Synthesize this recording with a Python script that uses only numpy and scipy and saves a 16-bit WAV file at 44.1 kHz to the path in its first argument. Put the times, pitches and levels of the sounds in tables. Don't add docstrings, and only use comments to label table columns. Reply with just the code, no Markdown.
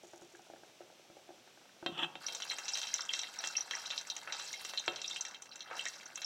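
import sys
import numpy as np
from scipy import signal
from scipy.fft import rfft, irfft
from scipy.io import wavfile

SR = 44100
rng = np.random.default_rng(int(sys.argv[2]) if len(sys.argv) > 2 else 0)


def store_wav(level_fs):
    pcm = np.round(np.clip(np.atleast_2d(level_fs), -1, 1) * 32767)
    wavfile.write(sys.argv[1], SR, pcm.T.astype(np.int16))


N = 275625
TIME = np.arange(N) / SR
RING_TIME = TIME[:16384]
FOAM_GONE_S = 2.2

# frequency in Hz, relative gain in dB.
BURNER_COLOUR = [(20, -67), (45, -54), (70, -7.5), (100, -1), (200, 5.5), (400, 6.5), (700, 6),
                 (1100, -8.5), (3000, -17.5)]
FOAM_COLOUR = [(300, -22), (900, -1), (1900, -2.5), (2300, 1), (3500, 1), (4800, -3.5), (5900, 0.5),
               (6700, -7), (7600, -6.5), (9500, -15.5), (12000, -18), (15500, -33)]
FOAM_TICK_COLOUR = [(300, -44), (3000, -12.5), (6500, 6.5), (9000, -8), (16000, -24)]
STEAM_COLOUR = [(300, -12), (1500, -4), (4500, 20), (6500, 2), (9000, 6), (12000, 2), (14000, -5),
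                (16000, -28)]
FIZZ_COLOUR = [(100, -9), (400, -7.5), (620, -4), (900, -5.5), (1300, -2), (2000, -2.5), (4000, 3.5),
               (6000, 4.5), (7500, 1.5), (9000, 10.5), (16000, -55)]
KNOCK_COLOUR = [(40, -23), (90, -11), (170, -1.5), (350, 7), (700, 10.5), (1000, 5.5), (2200, 5.5),
                (3500, 11.5), (6000, -2), (16000, -23)]
SCRAPE_COLOUR = [(60, -30), (300, -3), (600, 1.5), (1600, -1), (2200, -10), (2750, 5.5), (3300, 6.5),
                 (3900, -9), (4600, -28), (7000, -24.5), (10000, -36), (16000, -48)]
SPIT_COLOUR = [(100, 6), (1000, 22.5), (5000, -6), (9000, 17), (13000, 9), (16000, 4)]
POP_COLOUR = [(100, -30), (500, 0), (2000, 3.5), (4000, 3.5), (4700, -8), (6000, 7), (7700, 2.5),
              (9000, -7), (12000, -18), (16000, -4)]
# pitch in Hz, relative gain in dB, time to fall 60 dB in seconds.
POT_MODES = [(346, 10, .15), (552, 8, .15), (745, 5, .1), (1105, 5, .2), (1306, 9, .14), (1493, 5, .14),
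             (1620, 3, .1), (1915, 5, .07), (2130, 5, .05), (2620, 7, .2), (2705, 15.5, .14),
             (2795, 5, .15), (3135, 7, .13), (3194, 13, .1), (3663, 10, .13), (3912, 11, .11),
             (3973, 9, .09), (4152, 9, .09), (5240, 5, .05), (5520, 7, .05), (5653, 12, .05),
             (5835, 9, .05), (6045, 9, .04), (6350, 4, .03), (7520, 6, .025)]
# pitch in Hz, relative level in dB, time to fall 60 dB in seconds.
SPOON_MODES = [(2612, 1, .22), (7553, 0, .19), (9300, -18, .1), (13400, -16, .12)]
# start in seconds, level in dB before EQ, pitch in Hz.
PLOPS = [(.035, -54.5, 437), (.134, -53.5, 593), (.218, -55, 415), (.338, -58.5, 360), (.35, -69.5, 1540),
         (.393, -60.5, 644), (.5, -54, 550), (.536, -53, 543), (.634, -58.5, 626), (.806, -50.5, 470),
         (.901, -62.5, 610), (.996, -61, 510), (1.1, -57, 560), (1.168, -54.5, 536), (1.291, -55, 500),
         (1.305, -56.5, 464), (1.476, -66, 875), (1.654, -66, 754), (1.692, -72, 1760), (1.827, -49, 540)]
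# time in seconds, small-bubble fader in dB, steam fader in dB.
BOIL = [(2.23, -55, -66), (2.31, -49.5, -68), (2.65, -49.5, -73), (2.79, -42.5, -64.5), (3.06, -52.5, -75),
        (3.16, -48.5, -67), (3.28, -53, -70.5), (3.44, -51.5, -68), (3.68, -54, -72), (3.92, -48.5, -68),
        (4.25, -60, -74), (4.36, -50, -69), (4.68, -48.5, -66), (4.89, -54, -78), (5.16, -47.5, -70),
        (5.39, -62, -88), (5.66, -60.5, -78), (5.88, -53, -69.5), (6.09, -61, -75.5), (6.25, -55.5, -81)]
# peak time in seconds, level of its large bubbles in dB.
GUSHES = [(2.62, -55.5), (3.0, -57.5), (3.378, -50), (3.73, -51.5), (4.301, -49), (5.72, -48.5)]
# start in seconds, level in dB, low-pass cutoff in Hz, spoon ring in dB.
KNOCKS = [(1.8624, -33, 3600, -62), (1.888, -44.5, 310, -82), (1.922, -53, 217, -83),
          (1.979, -48, 3980, -75), (2.1543, -44.5, 3370, -69), (2.167, -60.5, 236, -88),
          (4.8794, -30, 3770, -54), (4.886, -49, 302, -88)]
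# time in seconds, relative level in dB.
SCRAPE = [(1.9, -66), (1.945, -50), (1.98, -44), (1.991, -38), (2.015, -42), (2.028, -32), (2.045, -31.5),
          (2.05, -61), (2.07, -102)]
# start in seconds, level in dB.
SPITS = [(2.287, -57.5), (2.449, -57), (2.5052, -57), (2.592, -60), (2.776, -57), (2.7937, -55),
         (2.942, -55), (3.71, -59), (4.1015, -60), (4.616, -54), (5.7806, -59), (6.1767, -58),
         (6.2095, -63)]
# start in seconds, level in dB, pitch in Hz, cycles to full swing.
POPS = [(2.2644, -37.5, 5280, 2.8), (2.2842, -41, 3400, 0.4), (2.3488, -39.5, 5800, 0.34),
        (2.4214, -39, 4120, 0.78), (2.4992, -36.5, 3980, 2.2), (2.5169, -41, 2390, 0.27),
        (2.5851, -41, 4260, 0.11), (2.6816, -39, 4500, 0.89), (2.6891, -39.5, 4930, 0.64),
        (2.735, -34.5, 5070, 3.6), (2.7534, -41.5, 3500, 0.33), (2.7728, -39, 4730, 0.22),
        (2.816, -40, 4560, 0.7), (2.87, -42, 4100, 0.53), (2.9408, -30, 5550, .7),
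        (2.993, -43.5, 1260, 0.47), (3.0073, -38, 4840, 1.8), (3.0915, -34.5, 3020, 2.2),
        (3.1356, -33, 3850, 0.39), (3.1918, -35.5, 4470, 0.7), (3.2162, -42, 5370, 1.1),
        (3.2333, -40.5, 3680, 0.51), (3.3878, -39, 5200, 2.3), (3.4394, -38, 2700, 0.25),
        (3.4725, -37, 5860, 0.42), (3.5526, -40, 2570, 0.68), (3.5672, -30, 5330, 2.6),
        (3.607, -35.5, 5510, 2.6), (3.7103, -36.5, 3250, 0.29), (3.7348, -40.5, 1810, 1.3),
        (3.751, -39, 5280, 1.7), (3.859, -41.5, 3970, 0.92), (3.9038, -40.5, 3570, .3),
        (3.909, -38.5, 4040, 0.63), (3.978, -35.5, 4370, 1.2), (4.1002, -36, 4590, 1),
        (4.1653, -41, 5800, 0.26), (4.275, -43.5, 1380, 0.18), (4.3237, -38.5, 4140, 0.47),
        (4.3982, -43.5, 3570, 0.21), (4.538, -43, 2060, 2.2), (4.7752, -32.5, 4210, 1.9),
        (4.96, -42, 4400, 0.6), (5.0167, -42, 4440, 0.45), (5.0432, -39, 3480, 1.5),
        (5.0785, -39.5, 5050, 1.4), (5.11, -40, 3610, 2.8), (5.1619, -42, 2860, 1.9),
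        (5.2093, -35.5, 5800, 0.76), (5.251, -41.5, 4560, 0.36), (5.3454, -46.5, 3450, 0.55),
        (5.4216, -48.5, 7850, 0.39), (5.514, -51.5, 4210, 4.9), (5.5573, -48, 6500, 0.28),
        (5.6062, -44, 4140, .9), (5.7123, -44, 1150, 0.21), (5.793, -37, 2860, 1.8),
        (5.8546, -39.5, 4700, 0.19), (5.862, -39, 1816, 1.7), (5.884, -43, 6200, 0.77),
        (6.057, -47.5, 5700, 2.6), (6.157, -41.5, 6600, 0.93), (6.1752, -47, 2550, 0.23),
        (6.218, -42.5, 4370, 0.45), (6.2452, -36.5, 5060, 2.8)]


def from_db(db):
    return 10 ** (np.asarray(db) / 20)


def rms(x):
    return np.sqrt(np.mean(x ** 2) + 1e-20)


def envelopes(rows):
    times, *columns = np.transpose(rows)
    return [np.interp(TIME, times, column) for column in columns]


def coloured(x, colour, size=2048):
    hz, gain_db = np.transpose(colour)
    bin_hz = np.arange(size // 2 + 1) * SR / size
    log_gain = np.log(from_db(np.interp(np.log(bin_hz + 1), np.log(hz), gain_db)))
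    cepstrum = irfft(log_gain)[:size // 2]
    cepstrum[1:] *= 2
    response = irfft(np.exp(rfft(cepstrum, size)))
    return signal.oaconvolve(x, response)[:len(x)]


def noise(colour):
    bed = coloured(rng.standard_normal(N), colour)
    return bed / rms(bed)


def drift(per_s):
    knots = rng.standard_normal(4096)
    wobble = np.interp(TIME * per_s, np.arange(len(knots)), knots)
    return wobble / rms(wobble)


def by_chance(start_s, end_s, per_s, size=200):
    times = start_s + (np.arange(size) + rng.random(size)) / per_s
    variations = np.clip(rng.standard_normal((size, 3)), -2, 2)
    return np.column_stack([times, variations])[times < end_s].T


def add(track, start_s, sound, level_db):
    at = max(round(start_s * SR), 0)
    track[at:at + len(sound)] += (from_db(level_db) * sound / rms(sound[:530]))[:max(N - at, 0)]


def echoes(t60, build_s):
    build_up = 1 - np.exp(-RING_TIME / build_s)
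    tail = rng.standard_normal(len(RING_TIME)) * from_db(-60 * RING_TIME / t60) * build_up
    return tail / np.linalg.norm(tail)


def kitchen(x, send_db=-8.5, t60=0.52):
    colour = [(60, -15), (120, -1), (165, 14), (240, -5.5), (400, 5), (1000, .5), (5000, -13.5),
              (16000, 10)]
    tail = coloured(echoes(t60, build_s=0.0037), colour)
    return x + from_db(send_db) * signal.oaconvolve(x, tail)[:N]


def burner(level_db=-68):
    return from_db(level_db) * noise(BURNER_COLOUR)


def pot_modes():
    hz, gain_db, t60 = np.transpose(POT_MODES)[:, :, None]
    damping = np.log(1000) / t60
    decay = from_db(gain_db) * 2 * damping / SR * np.exp(-damping * RING_TIME)
    return decay * np.sin(2 * np.pi * hz * RING_TIME)


def in_pot(x, modes, ring_db, echo_db):
    strengths = from_db(ring_db + 2 * rng.standard_normal(len(modes))) * rng.choice([-1, 1], len(modes))
    response = strengths @ modes + from_db(echo_db) * echoes(t60=0.021, build_s=0.00018)
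    response[0] += 1
    return signal.fftconvolve(x, response)


def bubble(hz, cycles, rise=.012):
    t = RING_TIME[:2048]
    age = hz * t / max(cycles, .1)
    return age * np.exp(-age) * np.sin(2 * np.pi * hz * t * (1 + rise * age))


def foam(hiss_db=-64, tick_db=-67.5, ticks_per_s=82, fade_db_per_s=12.5):
    hiss = from_db(hiss_db + .5 * drift(per_s=29)) * noise(FOAM_COLOUR)
    sizes = from_db(3 * np.minimum(rng.exponential(1, N), 3))
    clicks = sizes * (rng.random(N) < ticks_per_s / SR)
    ticks = signal.oaconvolve(clicks, echoes(t60=0.019, build_s=0.00043))[:N]
    ticks = coloured(ticks, FOAM_TICK_COLOUR)
    return hiss + from_db(tick_db - fade_db_per_s * TIME) * ticks / rms(ticks)


def plops(modes, lesser_hz=654):
    times, strength, pitch, _ = by_chance(0, PLOPS[-1][0], per_s=12)
    lesser = list(zip(times, -67 + 2 * strength, lesser_hz * 2 ** (.33 * pitch)))
    out = np.zeros(N)
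    for start_s, level_db, hz in PLOPS + lesser:
        add(out, start_s, in_pot(bubble(hz, cycles=0.31), modes, ring_db=-1, echo_db=3.5), level_db)
    hollow = [(80, -5), (240, -7), (340, 8), (460, -5.5), (620, 1.5), (850, 6), (1050, -6.5),
              (1550, 16.5), (2000, 6.5), (5000, 13)]
    return coloured(out, hollow)


def steam():
    return from_db(2 * drift(per_s=90) + 3 * drift(per_s=600)) * noise(STEAM_COLOUR)


def gushes(lag_s, attack_s=.03, release_s=.13):
    t = TIME - lag_s
    return sum((from_db(level_db) * np.exp(np.minimum((t - s) / attack_s, (s - t) / release_s))) ** 2
               for s, level_db in GUSHES)


def boil_faders(drying_db_per_s=1.18, follow=0.13):
    small_db, steam_db = envelopes(BOIL)
    large_db = -55 - drying_db_per_s * (TIME - FOAM_GONE_S) + follow * (small_db - small_db.mean())
    large_power = from_db(large_db) ** 2 + gushes(lag_s=0)
    small_power = from_db(small_db) ** 2 + from_db(5.5) ** 2 * gushes(lag_s=.05)
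    return 10 * np.log10(large_power), 10 * np.log10(small_power), steam_db


def fizz(modes, low_hz, high_hz, per_s, cycles, spread_db, ring_db, pitches=22):
    born = np.flatnonzero(rng.random(N) < per_s * from_db(3 * drift(per_s=45)) / SR)
    size_db = spread_db * np.minimum(rng.exponential(1, N), 4)
    sizes = from_db(size_db) * rng.choice([-1, 1], N) / np.sqrt(per_s)
    pitch_index = rng.integers(0, pitches, N)
    out = np.zeros(N)
    for k, hz in enumerate(np.geomspace(low_hz, high_hz, pitches)):
        at = born[pitch_index[born] == k]
        clicks = np.zeros(N)
        clicks[at] = sizes[at]
        grain = bubble(hz, cycles)
        out += signal.oaconvolve(clicks, grain * np.sqrt(hz) / np.linalg.norm(grain))[:N]
    out = coloured(in_pot(out, modes, ring_db, echo_db=-2.5)[:N], FIZZ_COLOUR)
    return out / rms(out)


def sizzle(modes, clear):
    large_db, small_db, steam_db = boil_faders()
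    large_per_s = 1300 * from_db(large_db - np.median(large_db[clear > 0]))
    small_per_s = 3000 * from_db(small_db - np.median(small_db[clear > 0]))
    large = fizz(modes, 481, 2160, large_per_s, cycles=0.94, spread_db=4.5, ring_db=-3.5)
    small = fizz(modes, 2270, 7070, small_per_s, cycles=1.7, spread_db=5.5, ring_db=-3)
    bubbles = from_db(large_db) * large + from_db(small_db - 3.3) * small
    return clear * (bubbles + from_db(steam_db + 8.5) * steam())


def spoon_ring():
    return sum(from_db(level_db - 60 * RING_TIME / t60) * np.sin(2 * np.pi * hz * RING_TIME)
               for hz, level_db, t60 in SPOON_MODES)


def knocks(modes):
    out, click = np.zeros(N), signal.unit_impulse(2048)
    for start_s, level_db, cutoff_hz, spoon_db in KNOCKS:
        push = signal.sosfilt(signal.butter(6, cutoff_hz, fs=SR, output="sos"), click)
        blow = coloured(push + from_db(6) * cutoff_hz / SR * click, KNOCK_COLOUR)
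        add(out, start_s, in_pot(blow, modes, ring_db=1.5, echo_db=1), level_db)
        add(out, start_s, spoon_ring(), spoon_db)
    return out


def scrape(modes, slips_per_s=1300):
    level = from_db(envelopes(SCRAPE)[0]) * (TIME > SCRAPE[0][0]) * (TIME < SCRAPE[-1][0])
    slips = level * (rng.random(N) < slips_per_s / SR) * rng.uniform(0.61, 1, N)
    pot = in_pot(coloured(slips, SCRAPE_COLOUR), modes, ring_db=-0.5, echo_db=2)[:N]
    spoon = signal.oaconvolve(slips, spoon_ring())[:N]
    return rms(level) * (pot / rms(pot) + from_db(-24.5) * spoon / rms(spoon))


def spits(modes):
    times, strength, _, _ = by_chance(BOIL[0][0], TIME[-1], per_s=5.8)
    steam_db = np.interp(times, TIME, envelopes(BOIL)[1])
    lesser = list(zip(times, steam_db + 6 + 3 * strength))
    crack = coloured(signal.unit_impulse(2048), SPIT_COLOUR)
    out = np.zeros(N)
    for start_s, level_db in SPITS + lesser:
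        add(out, start_s, in_pot(crack, modes, ring_db=-4, echo_db=3), level_db)
    return out


def lesser_pops(typical_hz=3900, typical_cycles=0.41):
    times, strength, pitch, length = by_chance(BOIL[0][0], TIME[-1], per_s=14)
    level_db = np.interp(times, TIME, envelopes(BOIL)[0]) + 3.5 + 2 * strength
    return list(zip(times, level_db, typical_hz * 2 ** (.55 * pitch), typical_cycles * 2 ** length))


def pops(modes, splutter_s=0.012, splutters=4):
    out = np.zeros(N)
    for start_s, level_db, hz, cycles in POPS + lesser_pops():
        burst = bubble(hz, cycles)
        delays_s = rng.uniform(.002, 2 * splutter_s, splutters)
        for delay_s, octaves in zip(delays_s, rng.normal(0, 0.35, splutters)):
            splutter = np.roll(bubble(hz * 2 ** octaves, cycles), round(delay_s * SR))
            burst += from_db(-11 - 3 * delay_s / splutter_s) * splutter
        add(out, start_s, in_pot(coloured(burst, POP_COLOUR), modes, ring_db=5, echo_db=5), level_db)
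    return out


def scene():
    modes = pot_modes()
    clear = np.clip((TIME - FOAM_GONE_S) / .02, 0, 1)
    oil_bed = sizzle(modes, clear)
    foam_bed = (1 - clear) * foam()
    hits = pops(modes) + spits(modes) + plops(modes) + knocks(modes) + scrape(modes)
    return (burner() + foam_bed + kitchen(oil_bed + hits))[None]


def record(dry):
    thinned = signal.sosfilt(signal.butter(2, 58, "high", fs=SR, output="sos"), dry)
    return signal.sosfilt(signal.ellip(10, .1, 70, 15900, fs=SR, output="sos"), thinned)


dry = scene()
out = record(dry)
store_wav(out)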